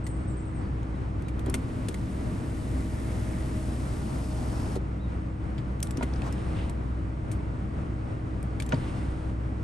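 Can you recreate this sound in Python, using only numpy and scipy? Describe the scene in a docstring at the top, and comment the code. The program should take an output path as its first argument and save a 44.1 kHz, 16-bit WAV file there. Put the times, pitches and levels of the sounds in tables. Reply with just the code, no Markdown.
"""Inside an idling car, the ventilation blows and birds chirp faintly outside. A switch clicks, and a
small motor slides the sunshade back along its guides, scraping ever louder into its pocket until it bumps
its stop. More switch clicks, and the glass panel lifts off its seal, chafing; later it is sent back with
a clunk. A phone with two ports hears it all from below the roof."""
import sys
import numpy as np
from scipy import signal
from scipy.fft import rfft, irfft, next_fast_len
from scipy.io import wavfile
from scipy.ndimage import uniform_filter1d

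SR = 44100
rng = np.random.default_rng(int(sys.argv[2]) if len(sys.argv) > 2 else 0)


def master(y):
    """Save y as 16-bit WAV."""
    cut = np.clip(np.atleast_2d(y).T, -1, 1)
    pcm = np.round(cut * 32767)  # scale
    wavfile.write(sys.argv[1], SR, pcm.astype(np.int16))


N = 424683
T = np.arange(N) / SR
SHADE_START_S, SHADE_STOP_S = 1.52, 4.76
# modes of the roof frame (frequency [Hz], level [dB], t60 [s])
ROOF_MODES = [(94, -1, 0.071), (146, 4.5, 0.062), (257, 3, 0.059), (379, -4, 0.081), (466, -7, 0.086),
              (610, 2.5, 0.021), (940, -3, 0.06), (1166, -19, 0.044), (1438, -4.5, 0.05),
              (1980, -16, 0.035), (2990, -13, 0.067)]


def undb(db):
    """Decibels to gain."""
    return 10 ** (np.asarray(db) / 20)


def unit(x):
    """Scale to rms 1."""
    return x / np.sqrt(np.mean(x ** 2))


def filtered(x, gain):
    """Apply a response, given as a function of Hz."""
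    size = next_fast_len(x.shape[-1])
    hz = np.arange(size // 2 + 1) * SR / size + 1e-3
    return irfft(rfft(x, size) * gain(hz), size)[..., :x.shape[-1]]


def colour(points):
    """An EQ curve through (frequency [Hz], level [dB]) points."""
    hz, db = np.transpose(points)
    return lambda f: undb(np.interp(np.log(f), np.log(hz), db))


def resonance(f, hz, width):
    """Response of one damped resonance, 1 at its centre."""
    return 1 / (1 + 1j * (f * f - hz * hz) / (f * width))


def resonate(x, hz, width):
    """Focus a sound around hz: two like resonances in series."""
    return filtered(x, lambda f: resonance(f, hz, width) ** 2)


def walk(rate):
    """Smooth random drift of rms 1, turning about rate times a second."""
    size = int(SR / rate)
    steps = np.repeat(rng.standard_normal(N // size + 2), size)
    return unit(uniform_filter1d(steps, size)[size:size + N])


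def tone(hz):
    """A sine of rms 1 that follows a pitch curve."""
    return np.sqrt(2) * np.sin(2 * np.pi * np.cumsum(hz) / SR)


def add(out, s, sound):
    """Mix a short sound in at s seconds."""
    i = int(s * SR)
    out[:, i:i + sound.shape[-1]] += sound[..., :N - i]


def attack_at(x, db):
    """Set the rms level of the first 20 ms."""
    return x * undb(db) / np.sqrt(np.mean(x[..., :SR // 50] ** 2))


def field(size=N, side_db=0):
    """White noise at two ports: alike in the bass, diffuse in the mids."""
    # stereo width of the cabin (frequency [Hz], side minus mid [dB])
    diffusion = [(50, -15.5), (130, -17), (280, -10.5), (450, -4), (900, 1.5), (1600, -0.5), (2500, -6.5),
                 (5000, -8.5), (8000, -28.5)]
    mid, side = rng.standard_normal((2, size))
    ratio = lambda f: colour(diffusion)(f) * undb(side_db)
    mid = filtered(mid, lambda f: 1 / np.hypot(1, ratio(f)))
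    side = filtered(side, lambda f: ratio(f) / np.hypot(1, ratio(f)))
    return np.array([mid + side, mid - side])


def air(spectrum, side_db, roof_db=-12):
    """Stereo noise with a spectrum in dB per Hz; the roof's upper modes stand a little out of it."""
    modes = lambda f: sum(resonance(f, hz, np.log(1000) / (np.pi * t60)) for hz, _, t60 in ROOF_MODES[6:])
    response = lambda f: colour(spectrum)(f) * (1 + undb(roof_db) * modes(f))
    return filtered(field(side_db=side_db), response) * np.sqrt(SR / 2)


def idle(flutter_db=1.5, pitch_wander=0.00489):
    """The bed: wavering engine tones and a clear blower tone over rumble and vent air."""
    # tones of the idling engine (frequency [Hz], level [dB])
    hum = [(29.2, -50), (62.02, -35), (104.05, -43.5), (124.6, -45), (134.9, -49), (189.8, -48),
           (262.2, -50)]
    # the ventilation blower's tone, sinking a little (time [s], pitch [Hz], level [dB])
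    blower_curve = [(0, 318.8, -45.5), (3.9, 318.3, -46.5), (6.3, 316.4, -47), (9.6, 315.9, -46.5)]
    # cabin rumble and vent air (frequency [Hz], level [dB per Hz])
    cabin_spectrum = [(18, -106), (30, -74), (50, -56.5), (80, -55), (115, -54), (165, -61), (280, -63.5),
                      (380, -69), (800, -75.5), (1300, -79.5), (1700, -84.5), (2200, -88), (3500, -99.0),
                      (7000, -108.0), (9600, -105), (11400, -126), (13500, -155)]
    engine = sum(undb(db + flutter_db * walk(6)) * tone(hz * (1 + pitch_wander * walk(2.5)))
                 for hz, db in hum)
    times, pitch, level = np.transpose(blower_curve)
    blower = undb(np.interp(T, times, level) + 0.5 * walk(5.8)) * tone(np.interp(T, times, pitch))
    return engine + blower + air(cabin_spectrum, side_db=2.5) * undb(0.92 * walk(12))


def twitter(note_s, start_s=0.036, gap_s=0.045, high_hz=8430, low_hz=7650, fade_db_per_s=10):
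    """A small bird's fading run of notes: high ones and softer low ones in turn, at an uneven pace."""
    notes = []
    for k, (sharp, loud, late) in enumerate(rng.standard_normal((13, 3))):
        s = abs(start_s + (k + .2 * late) * gap_s)
        detune = 1 + .035 * sharp
        db = -63 - fade_db_per_s * k * gap_s + 4 * loud
        notes += [(s, note_s, high_hz * detune, db), (s + gap_s / 2, note_s, low_hz * detune, db - 5.5)]
    return notes


def birds(note_s=0.022, arch_hz_per_s=7500, slur_hz_per_s=14000, echo_t60=0.35, echo_db=-3):
    """Wavering, arched whistles, the short ones slurred up or down; they scatter on the way in."""
    # lone calls of a second bird (time [s], length [s], top pitch [Hz], level [dB])
    chirps = [(0.612, 0.054, 4700, -72), (0.94, 0.038, 3930, -70), (1.255, 0.032, 3950, -68),
              (4.987, .085, 3920, -67)]
    out, wobble = np.zeros((1, N)), 1 + .016 * walk(500)
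    for s, length, top_hz, db in twitter(note_s) + chirps:
        u = np.linspace(-1, 1, int(length * SR))
        slur = slur_hz_per_s * rng.standard_normal() * (length <= note_s)
        contour = top_hz + length * (slur * u / 2 - arch_hz_per_s * u ** 2)
        whistle = tone(contour * wobble[int(s * SR):][:len(u)])
        add(out, s, undb(db) * unit(signal.windows.tukey(len(u), .3) * whistle))
    t = T[:SR // 4]
    echo = field(len(t)) * undb(-60 * t / echo_t60)
    echo /= np.sqrt(np.sum(echo ** 2) / 2)
    return out + undb(echo_db) * signal.fftconvolve(out, echo, axes=1)[:, :N]


def clicks(tail_db=-21, tail_t60=0.18, ring_t60=.02):
    """A brief contact rattles the trim and rings the struck part; the padded cabin adds a short tail."""
    # clicks of switches and trim
    # (time [s], level [dB], brightness [dB per octave], contact time [s], ring [Hz], ring level [dB])
    contacts = [(0.066, -52.5, 1.5, 0.0071, 2020, -50), (0.83, -69, -4, .002, 6460, -70),
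                (1.222, -69, 6, 0.0028, 2020, -67), (1.283, -58.5, 0.5, 0.0081, 2360, -54.5),
                (1.393, -58.5, 0, 0.0028, 2500, -68), (1.461, -59, 0, .003, 10900, -56),
                (1.498, -52.5, 5, 0.0027, 10300, -45), (1.541, -41.5, 4, 0.0066, 2170, -41),
                (1.545, -53, -3, 0.0071, 2700, -50), (1.885, -46, 0, .0043, 8960, -51),
                (1.943, -54, 0.5, .004, 2100, -50), (4.755, -56, -1, 0.0098, 1000, -51),
                (5.58, -61, -7.5, 0.012, 2940, -65), (5.803, -59, 0, .002, 2250, -69),
                (5.828, -41, 5, 0.0034, 6200, -49), (5.871, -56.5, 0, .0018, 7900, -60),
                (5.908, -51.5, 1.5, 0.0031, 7900, -51), (5.971, -53, -0.5, 0.004, 5870, -54),
                (6.029, -52, 3, 0.0072, 2050, -42), (6.219, -59, -6, .003, 2600, -54),
                (6.325, -56, 1.5, 0.0029, 5300, -58), (6.696, -57, 2.5, 0.0035, 2200, -63),
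                (7.315, -53.5, 3.5, 0.011, 2420, -59), (8.428, -65, 10, 0.0022, 2300, -61),
                (8.6, -48, -1.5, 0.0053, 2350, -45.5), (8.622, -51, 0, 0.0045, 3400, -55),
                (8.663, -60, 3, .0023, 7500, -55), (8.691, -56, 1, 0.0034, 6170, -63),
                (8.722, -62, -12, 0.0051, 6300, -53), (8.743, -59, -8, .004, 4540, -54)]
    # colour of the clicks: plastic trim resonances and the microphone's bright peak near 10 kHz
    # (frequency [Hz], width [Hz], level [dB])
    click_peaks = [(2270, 1100, 8), (3330, 860, 1), (5850, 1750, 14), (9460, 3500, 18)]
    # a click's body, edge, snap and top (low edge [Hz], high edge [Hz])
    bands_hz = [(1400, 4200), (4200, 7500), (7500, 11400), (12400, 15800)]
    band_db = np.array([2, 0, 2.5, -24])
    bands = [signal.butter(3, band, "band", fs=SR, output="sos") for band in bands_hz]
    octaves = np.log2(np.array(bands_hz) / 5000).mean(axis=1)
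    click_colour = lambda f: sum(undb(db) * resonance(f, hz, width) for hz, width, db in click_peaks)
    ring_width = np.log(1000) / (np.pi * ring_t60)
    out, t = np.zeros((2, N)), T[:SR // 8]
    for s, level_db, brightness, contact_s, ring_hz, ring_db in contacts:
        direct = field(len(t)) * np.exp(-t / contact_s)
        tail = field(len(t)) * undb(tail_db - 60 * t / tail_t60)
        crack = filtered(direct + tail, click_colour)
        for band, db in zip(bands, level_db + band_db + brightness * octaves):
            add(out, s, attack_at(signal.sosfilt(band, crack), db))
        ring = filtered(direct, lambda f: resonance(f, ring_hz, ring_width))
        add(out, s, attack_at(ring, ring_db))
    return out


def chafes(grip_db=2, spurt_db=2):
    """A rubbing contact sticks and slips in spurts, ringing one broad resonance."""
    # chafes and squeaks of guides and rubber seals
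    # (time [s], length [s], pitch [Hz], width [Hz], level [dB])
    rubs = [(1.454, .07, 750, 1100, -45.5), (6.134, 0.008, 4750, 1500, -51),
            (6.157, 0.012, 5170, 1200, -57), (6.204, 0.11, 850, 646, -44), (6.228, 0.069, 5530, 6000, -58),
            (6.544, 0.125, 2700, 1500, -53), (8.789, 0.15, 2380, 1200, -57)]
    out, grip = np.zeros((2, N)), undb(grip_db * walk(150) + spurt_db * walk(30))
    for s, length, hz, width, db in rubs:
        size = int(length * SR)
        envelope = signal.windows.tukey(size, .5) * grip[int(s * SR):][:size]
        add(out, s, undb(db) * unit(resonate(field(size), hz, width) * envelope))
    return out


def knocks(rattle_top_hz=6000, rattle_db=-7.5, rattle_t60=.065, breadth=0.75):
    """The drive takes up slack, latches or meets a stop: the roof frame rings and loose parts rattle."""
    # bumps of the drive (time [s], level [dB], spectral centre [Hz])
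    bumps = [(1.468, -34.5, 383), (1.484, -31, 338), (1.885, -37.5, 390), (4.763, -31, 390),
             (5.981, -31, 250), (6.01, -35.5, 930), (6.033, -39.5, 485), (8.736, -33.5, 590),
             (8.774, -27.5, 102)]
    out, t = np.zeros((2, N)), T[:SR // 4]
    hz, db, t60 = np.transpose(ROOF_MODES)[:, :, None]
    for s, level_db, centre_hz in bumps + latch_blows():
        # low modes start together; higher ones reach the two ports with unlike phases
        phase = rng.standard_normal((2, *hz.shape)) * np.minimum(hz / 700, 1.1)
        ring = np.sum(undb(db - 60 * t / t60) * np.sin(2 * np.pi * hz * t + phase), axis=1)
        rattle = filtered(field(len(t)), lambda f: 1 / (1 + (f / rattle_top_hz) ** 8))
        rattle *= undb(-60 * t / rattle_t60)
        hit = attack_at(ring, 0) + attack_at(rattle, rattle_db)
        add(out, s, attack_at(resonate(hit, centre_hz, breadth * centre_hz), level_db))
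    return out


def running(start, stop, spin_up_s=0.011, spin_down_s=0.029):
    """A motor's effort, 0-1: it spins up, holds and spins down."""
    return np.clip((T - start) / spin_up_s, 0, 1) * np.clip(1 - (T - stop) / spin_down_s, 0, 1)


def slide(motor, rub, spectrum, split_hz, grain_db):
    """A driven panel: the motor shakes the roof below split_hz, grainy friction hisses above it."""
    noise = air(spectrum, side_db=-0.5)
    low = filtered(noise, lambda f: 1 / (1 + (f / split_hz) ** 2))
    rumble = low * motor * undb(0.19 * walk(27))
    hiss = (noise - low) * rub * undb(grain_db * walk(400) + 0.5 * walk(22))
    return rumble + hiss


def shade(drag_start_db=-16.5, drag_end_db=-2.5, build_s=0.74, whine_hz=624, whine_db=-53.5, sag=.022):
    """The sunshade rubs louder as its drag builds; the motor's whine swells and creeps up to pitch."""
    # friction of the sunshade in its guides (frequency [Hz], level [dB per Hz])
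    friction_spectrum = [(150, -64), (260, -61), (450, -76), (750, -82.5), (1300, -88), (2100, -88.5),
                         (3200, -91), (5300, -92.5), (7000, -93), (8800, -89), (10400, -85.5),
                         (11500, -91.5), (12500, -113), (14000, -155)]
    motor = running(SHADE_START_S, SHADE_STOP_S)
    slack = np.exp(-np.maximum(T - SHADE_START_S, 0) / build_s)
    drag = undb(drag_end_db + (drag_start_db - drag_end_db) * slack)
    hz = whine_hz * (1 - sag * slack) * (1 + 0.00404 * walk(25))
    swell = motor * np.sqrt(1 - slack) * undb(whine_db + 2 * walk(16))
    whine = swell * (tone(hz) + undb(-15) * tone(2 * hz))
    return whine + slide(motor, motor * drag, friction_spectrum, split_hz=2800, grain_db=1.1)


def latch_blows(crack_hz=2580, catch_hz=1420, rail_hz=670):
    """Hits for knocks(): each latch cracks and strikes its catch, then rail and frame, ever deeper."""
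    # latches (time [s], crack [dB], catch [dB], settling time [s], frame [dB], frame centre [Hz])
    latches = [(1.541, -49, -42.5, 0.0033, -33, 310), (6.025, -45, -40.5, 0.0039, -30, 254),
               (8.722, -44.5, -32, 0.0127, -24.5, 200)]
    hits = []
    for s, crack_db, catch_db, settle_s, frame_db, frame_hz in latches:
        hits += [(s, crack_db, crack_hz), (s, catch_db, catch_hz),
                 (s + settle_s / 2, catch_db + 2, rail_hz), (s + settle_s, frame_db, frame_hz)]
    return hits


def tight_spot(peak_s=3.18, spread_s=0.56, peak_db=-56.5, grain_db=1.7):
    """The shade's edge rubs harder, then eases, as it passes a tight stretch of its guides."""
    pressure = running(SHADE_START_S, SHADE_STOP_S) / (1 + ((T - peak_s) / spread_s) ** 2)
    rub = unit(resonate(field(), hz=1900, width=660))
    return rub * pressure * undb(peak_db + grain_db * walk(150))


def pocket(growth_db_per_s=7.5, grain_db=1.8, spurt_db=.7):
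    """The deeper the shade slides into its roof pocket, the louder it scrapes there."""
    # resonances of the pocket (frequency [Hz], width [Hz], level at the stop [dB])
    pocket_modes = [(790, 480, -45.5), (5000, 2000, -58.5)]
    depth = running(SHADE_START_S, SHADE_STOP_S) * undb(-growth_db_per_s * np.abs(SHADE_STOP_S - T))
    noise = field()
    scrape = sum(undb(db) * unit(resonate(noise, hz, width)) for hz, width, db in pocket_modes)
    return scrape * depth * undb(grain_db * walk(250) + spurt_db * walk(40))


def glass(hum_hz=68, hum_db=-42):
    """The panel rises off its seal and later settles back; its motor's hum beats against the engine's."""
    # the panel's runs, up and then down (start [s], stop [s], motor gain [dB],
    # tightest on the seal [s], rub gain there [dB], easing [dB per s])
    runs = [(5.957, 6.703, 1, 6.47, -2.5, 7), (8.697, 9.302, -1.5, 8.85, 0, 20)]
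    # drive and seal noise (frequency [Hz], level [dB per Hz])
    drive_spectrum = [(200, -65.5), (450, -73.5), (900, -77), (1500, -82), (2400, -86.5), (4000, -92.5),
                      (7000, -100.7), (8800, -95.5), (10200, -94), (11500, -112), (14000, -155)]
    motor, rub = 0, 0
    for start, stop, motor_db, tight_s, rub_db, easing in runs:
        effort = running(start, stop)
        motor += effort * undb(motor_db)
        rub += effort * undb(rub_db - easing * np.abs(T - tight_s))
    hum = motor * undb(hum_db) * tone(hum_hz * (1 + 0.0148 * walk(5)))
    return hum + slide(motor, rub, drive_spectrum, split_hz=890, grain_db=0.5)


def scene():
    """The roof mechanism over the bed of engine, vents and birds."""
    return shade() + tight_spot() + pocket() + glass() + chafes() + clicks() + knocks() + idle() + birds()


def record(dry, top_hz=15750):
    """The two ports differ in sensitivity and phase; the phone cuts the top."""
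    # sensitivity of the ports (frequency [Hz], left minus right [dB])
    port_balance = [(60, 0), (110, 2), (200, 1), (350, 0), (640, 1.5), (1150, -2), (2080, 0.5), (3770, 2.5),
                    (6800, 4), (9000, 0)]
    # the left port's phase lead, swinging around the ports' resonance (frequency [Hz], lead [rad])
    port_lead = [(200, 0), (2000, 0), (3000, 0.76), (5200, 0.6), (6600, 0.9), (7700, 0.65), (8700, 0),
                 (10250, -3.5), (11200, -4.5), (11900, -4)]
    balance = lambda f: np.sqrt(colour(port_balance)(f))
    lead = lambda f: np.exp(1j * np.interp(f, *np.transpose(port_lead)))
    left = filtered(dry[0], lambda f: balance(f) * lead(f))
    right = filtered(dry[1], lambda f: 1 / balance(f))
    high_cut = signal.ellip(8, .2, 70, top_hz, fs=SR, output="sos")
    return signal.sosfilt(high_cut, np.array([left, right]))


dry = scene()
out = record(dry)
master(out)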